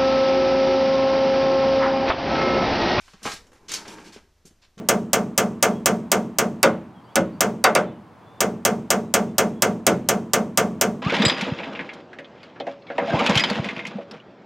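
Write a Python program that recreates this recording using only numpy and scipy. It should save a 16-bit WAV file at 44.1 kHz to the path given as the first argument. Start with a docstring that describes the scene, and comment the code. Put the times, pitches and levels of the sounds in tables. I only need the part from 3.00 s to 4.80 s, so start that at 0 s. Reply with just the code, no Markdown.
"""Short wooden boards are stacked in a small, dry garage workroom, over faint hiss and a low rumble.
After a scuff and small taps, one board clunks down and a second clacks against it: shaped noise and
ringing tones make the knocks, and swinging low tones make the pile's thumps. The board then slides
along the pile until it stops: random little slips drive its resonances and a dry rasp. Light scuffs,
made of thousands of tiny catches a second, and soft bumps go on to the end. Short echoes add the room."""
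import sys
import numpy as np
from scipy import signal
from scipy.fft import rfft, irfft, next_fast_len
from scipy.io import wavfile

SR = 44100
rng = np.random.default_rng(int(sys.argv[2]) if len(sys.argv) > 2 else 0)


def wav_record(signal):
    """Record a signal, one row per channel, as 16-bit PCM in the file named by sys.argv[1]."""
    frames = np.transpose(np.atleast_2d(signal))
    bounded = np.clip(frames, -1, 1)
    # unit amplitude maps onto the largest positive 16-bit level
    quanta = np.round(bounded * 32767).astype(np.int16)
    wavfile.write(sys.argv[1], SR, quanta)


N = 79380
T = np.arange(N) / SR  # time in the scene [s]
RING_T = np.arange(int(.35 * SR)) / SR  # time since one contact [s]

# centres of the bass, body, crack and top registers: (frequency [Hz])
REGISTERS = (250, 1000, 4500, 10000)
# the longer rings of a board: (frequency [Hz], energy [dB], time to fall by 60 dB [s])
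BOARD_RINGS = [(223, -20, 0.068), (326.2, -22, 0.16), (411.9, -19.5, 0.27), (499, -20, 0.06),
               (774, -24, 0.16), (828, -26.5, 0.11), (1110, -19, 0.053), (1278, -21, 0.043),
               (1618, -19.5, .09), (2113, -25, 0.054), (3030, -19, .16), (4330, -32, 0.1), (5500, -16, .17),
               (6305, -15, 0.057), (6090, -19, 0.077), (6650, -15.5, 0.069), (7230, -17.5, 0.15)]


def from_db(db):
    """Turn decibels into a gain."""
    return 10 ** (np.asarray(db) / 20)


def unit(x):
    """Scale a sound to a total energy of 1."""
    return x / np.sqrt(np.sum(x ** 2) + 1e-20)


def dying(t60):
    """Fade exponentially, falling by 60 dB in t60 seconds."""
    return np.exp(-np.log(1000) * RING_T / t60)


def shaped(x, points):
    """Colour a sound along (Hz, dB) points with a filter that never answers ahead of its input."""
    size = 2 * next_fast_len(len(x))
    hz, db = np.transpose(points)
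    bins_hz = np.arange(size // 2 + 1) * SR / size
    curve_db = np.interp(np.log(bins_hz + 1), np.log(hz), db)
    # folding the cepstrum onto positive times gives the minimum-phase filter
    cepstrum = irfft(np.log(from_db(curve_db)))
    cepstrum[1:size // 2] *= 2
    cepstrum[size // 2 + 1:] = 0
    response = np.exp(rfft(cepstrum))
    return irfft(rfft(x, size) * response)[:len(x)]


def through(x, response):
    """Let every sample of x set off a copy of the response."""
    return signal.fftconvolve(x, response)[:len(x)]


def add(out, s, x):
    """Mix x in at time s [s], dropping what lies outside the scene."""
    start = int(s * SR)
    x, start = x[max(-start, 0):], max(start, 0)
    out[start:start + len(x)] += x[:max(N - start, 0)]


def ringing(modes):
    """Sum dying sine tones, each starting at a random point of its cycle."""
    total = np.zeros(len(RING_T))
    for hz, db, t60 in modes:
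        tone = np.sin(2 * np.pi * (hz * RING_T + rng.random()))
        total += from_db(db) * unit(tone * dying(t60))
    return total


def friction(size, rate, spread_db):
    """Stick and slip: random clicks of uneven strength, scaled to an rms of 1."""
    strengths = from_db(spread_db * np.minimum(rng.exponential(1, size), 4))
    clicks = strengths * rng.choice([-1, 1], size)
    slips = rng.random(size) < rate / SR
    return unit(clicks * slips) * np.sqrt(size)


def background():
    """Filtered noise gives faint hiss, and a rumble that rises while the boards are moved."""
    # colour of the still room's hiss: (frequency [Hz], gain [dB])
    hiss_colour = [(60, -55), (140, -52), (300, -56.5), (1000, -62), (3000, -67), (6000, -67), (9000, -77),
                   (14000, -81)]
    # colour of the rumble: (frequency [Hz], gain [dB])
    rumble_colour = [(20, -36.5), (45, -40.5), (85, -40), (125, -60.5), (300, -82.5)]
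    # rise and fall added to the rumble: (time [s], level [dB])
    rumble_level = [(0, 2), (.25, 0.5), (.32, 9), (.55, 3.5), (1.0, 1.5), (1.3, 0.5), (1.8, -2.5)]
    s, db = np.transpose(rumble_level)
    hiss, rumble = rng.standard_normal((2, N))
    return shaped(hiss, hiss_colour) + from_db(np.interp(T, s, db)) * shaped(rumble, rumble_colour)


def workroom(x):
    """Dense, quickly dying reflections from boxes and shelves, made from fading noise."""
    # colour of the reflections: (frequency [Hz], gain [dB])
    echo_colour = [(100, -12.5), (400, -13), (700, -3), (1500, -2.5), (5000, -4.5), (13000, -5)]
    t60_s, level_db, gap_s = 0.29, -4.5, 0.0028
    noise = rng.standard_normal(len(RING_T))
    echoes = unit(noise * dying(t60_s) * (RING_T > gap_s))
    return x + from_db(level_db) * shaped(through(x, echoes), echo_colour)


def scuffs():
    """Faces and edges rub briefly: the grain catches thousands of times a second and excites the board."""
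    # rubs, with levels relative to one another:
    # (time [s], length [s], bass [dB], body [dB], crack [dB], top [dB])
    rubs = [(-.02, 0.15, -80, -65.5, -59.5, -65.5), (0.139, 0.14, -88, -63.5, -64.5, -75),
            (0.232, .105, -49.5, -46.5, -40.5, -46), (.335, 0.041, -66, -57.5, -45.5, -58),
            (0.379, .12, -59, -60.5, -85, -78), (0.538, 0.041, -56.5, -62, -67, -72),
            (0.583, 0.073, -59, -60, -99, -81), (.695, 0.057, -50.5, -48, -37, -51),
            (.742, 0.027, -52.5, -50, -33, -43.5), (0.768, 0.058, -57.5, -44.5, -58, -66),
            (0.877, 0.064, -60, -51.5, -51.5, -54), (1.04, 0.048, -87, -61, -53.5, -60.5),
            (1.119, 0.031, -62.5, -57, -48.5, -57.5), (1.156, 0.034, -58, -54.5, -62, -68),
            (1.19, 0.052, -63, -72, -76, -77), (1.454, 0.026, -57.5, -73.5, -57, -56),
            (1.615, 0.038, -72, -65.5, -58.5, -76)]
    attack_s, release_s, level_db = 0.009, .012, -25
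    catches_per_s, catch_spread_db = 9000, 2
    ring_db = -9.5  # how strongly a rub excites the board's longer rings
    out = np.zeros(N)
    for s, length, *levels_db in rubs:
        onset = np.minimum(RING_T / attack_s, 1)
        stroke = onset * np.exp(-np.maximum(RING_T - length, 0) / release_s)
        force = stroke * friction(len(RING_T), catches_per_s, catch_spread_db)
        rub = force + from_db(ring_db) * through(force, ringing(BOARD_RINGS))
        add(out, s, shaped(rub, list(zip(REGISTERS, levels_db))))
    return from_db(level_db) * out


def thumps():
    """The pile gives under a board and swings for a few cycles in its two lowest modes."""
    # the pile takes weight: (time [s], pitch [Hz], level [dB], second mode against the first [dB])
    bumps = [(0.14, 198, -37.5, -8.5), (0.253, 146, -29, -6), (0.282, 79, -40.5, -17),
             (0.337, 135, -37.5, -14), (1.161, 408, -34, -11), (1.451, 176, -38.5, -4.5),
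             (1.507, 160, -54, 3), (1.773, 187, -34.5, -8)]
    rise_s, t60_s, second_ratio = 0.0022, 0.049, 2.11
    out = np.zeros(N)
    swing = np.minimum(RING_T / rise_s, 1) * dying(t60_s)
    for s, hz, db, second_db in bumps:
        phase = 2 * np.pi * hz * RING_T
        second = from_db(second_db) * np.sin(second_ratio * phase)
        add(out, s, from_db(db) * swing * (np.sin(phase) + second))
    return out


def slide():
    """A board judders along the pile: slips at many points drive its hollow resonances and a dry rasp."""
    # strength of the sliding push: (time [s], level [dB])
    push_level = [(0.602, -65), (.68, -59.5), (0.708, -47), (.80, -50.5), (0.841, -52), (0.884, -42.5),
                  (.94, -47.5), (1.0, -47), (1.04, -48), (1.10, -51), (1.15, -63), (1.19, -69),
                  (1.302, -72)]
    # board lying on the pile: (frequency [Hz], energy [dB], time to fall by 60 dB [s])
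    pile_rings = [(170.5, -7, 0.21), (198, -9.5, 0.085), (212, -4, 0.095), (312, -3, 0.16),
                  (335.6, -4.5, 0.13), (373.4, -4, 0.17), (418, -5.5, 0.19), (906, -7, 0.076),
                  (1630, -8, 0.021), (2370, -11.5, 0.011)]
    # colour of the dry rasp: (frequency [Hz], gain [dB])
    rasp_colour = [(50, -2), (90, 0), (180, 1.5), (600, 9), (1200, 4.5), (2500, -3.5), (3500, -4),
                   (7000, -6.5), (14000, -28.5)]
    slips_per_s, slip_spread_db, hollow_db = 1800, 1, -2.5
    s, db = np.transpose(push_level)
    push = from_db(np.interp(T, s, db, left=-120, right=-120))
    hollow = np.zeros(N)
    for mode in pile_rings:  # each resonance has its own slips
        slips = push * friction(N, slips_per_s, slip_spread_db)
        hollow += through(slips, ringing([mode]))
    rasp = shaped(push * friction(N, slips_per_s, slip_spread_db), rasp_colour)
    return from_db(hollow_db) * hollow + rasp


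def board():
    """A board's answer to one contact: a brief crush, a burst of dense modes and the longer rings."""
    rise_s = 0.0036  # rough faces bed in over a few milliseconds
    crush_db, crush_t60_s = -10, .018
    grain_db, grain_t60_s = -0.5, 0.074  # the dense, short-lived modes
    rise = np.minimum(RING_T / rise_s, 1)
    crush, grain = rng.standard_normal((2, len(RING_T))) * rise
    crush = from_db(crush_db) * unit(crush * dying(crush_t60_s))
    grain = from_db(grain_db) * unit(grain * dying(grain_t60_s))
    return crush + grain + ringing(BOARD_RINGS)


def knocks():
    """Wood meets wood: flat blows are full and low, edge blows are bright."""
    # blows, with levels relative to one another:
    # (time [s], bass [dB], body [dB], crack [dB], top [dB])
    blows = [(0.078, -64, -48.5, -58, -83), (.134, -56, -50, -53, -66), (0.218, -53, -51.5, -69, -65),
             (0.229, -46, -58, -43, -42.5), (.253, -30.5, -27.5, -36, -53), (.259, -36.5, -31, -35, -44),
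             (0.268, -37.5, -29, -42.5, -48), (.272, -40.5, -29, -38, -52), (.278, -48.5, -24.5, -55, -54),
             (.316, -54, -41.5, -32.5, -55), (.335, -56.5, -52, -54, -40.5), (.467, -83, -74, -60, -65),
             (0.517, -54.5, -57.5, -64, -68), (0.53, -65, -50.5, -66, -59), (0.683, -77, -55, -38.5, -51),
             (.691, -54, -51, -38, -42), (.716, -62, -46, -28, -33), (.737, -71, -42, -26, -29.5),
             (0.853, -58, -40.5, -48.5, -77), (.878, -50, -62, -40.5, -50), (0.983, -47.5, -45.5, -50, -91),
             (1.077, -85, -65, -54, -74), (1.162, -49.5, -49, -52, -76), (1.453, -54.5, -69, -54.5, -53),
             (1.506, -55.5, -67.5, -71, -72), (1.778, -47, -54, -53, -58.5),
             (1.788, -47, -50.5, -49.5, -63)]
    out = np.zeros(N)
    for s, *levels_db in blows:
        add(out, s, shaped(board(), list(zip(REGISTERS, levels_db))))
    return out


def stacking():
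    """Boards knock, scuff, thump and slide in the room, over its background sound."""
    # colour of wood on wood, for knocks and scuffs: (frequency [Hz], gain [dB])
    wood_colour = [(50, 10), (110, 32), (190, 42), (480, 38), (640, 36), (1100, 36), (1650, 35.5),
                   (2300, 35.5), (3500, 32.5), (6500, 32), (7600, 31), (10500, 25.5), (14000, 15.5)]
    contacts = shaped(knocks() + scuffs(), wood_colour)
    return workroom(contacts + thumps() + slide()) + background()


def scene():
    """The lows are alike in both channels; the treble has a fine grain of its own in each."""
    # how much the channels differ: (frequency [Hz], side against mid [dB])
    side_colour = [(2000, -65), (3300, -57), (4800, -17.5), (7000, -8.5), (14000, -5.5)]
    mid = stacking()
    side = shaped(stacking(), side_colour)  # same events, fresh random detail
    return np.array([mid + side, mid - side])


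def record(dry):
    """Cut the top steeply with a low-pass filter."""
    cutoff_hz = 14400
    low_pass = signal.ellip(10, .2, 70, cutoff_hz, fs=SR, output="sos")
    return signal.sosfilt(low_pass, dry)


dry = scene()
out = record(dry)
wav_record(out)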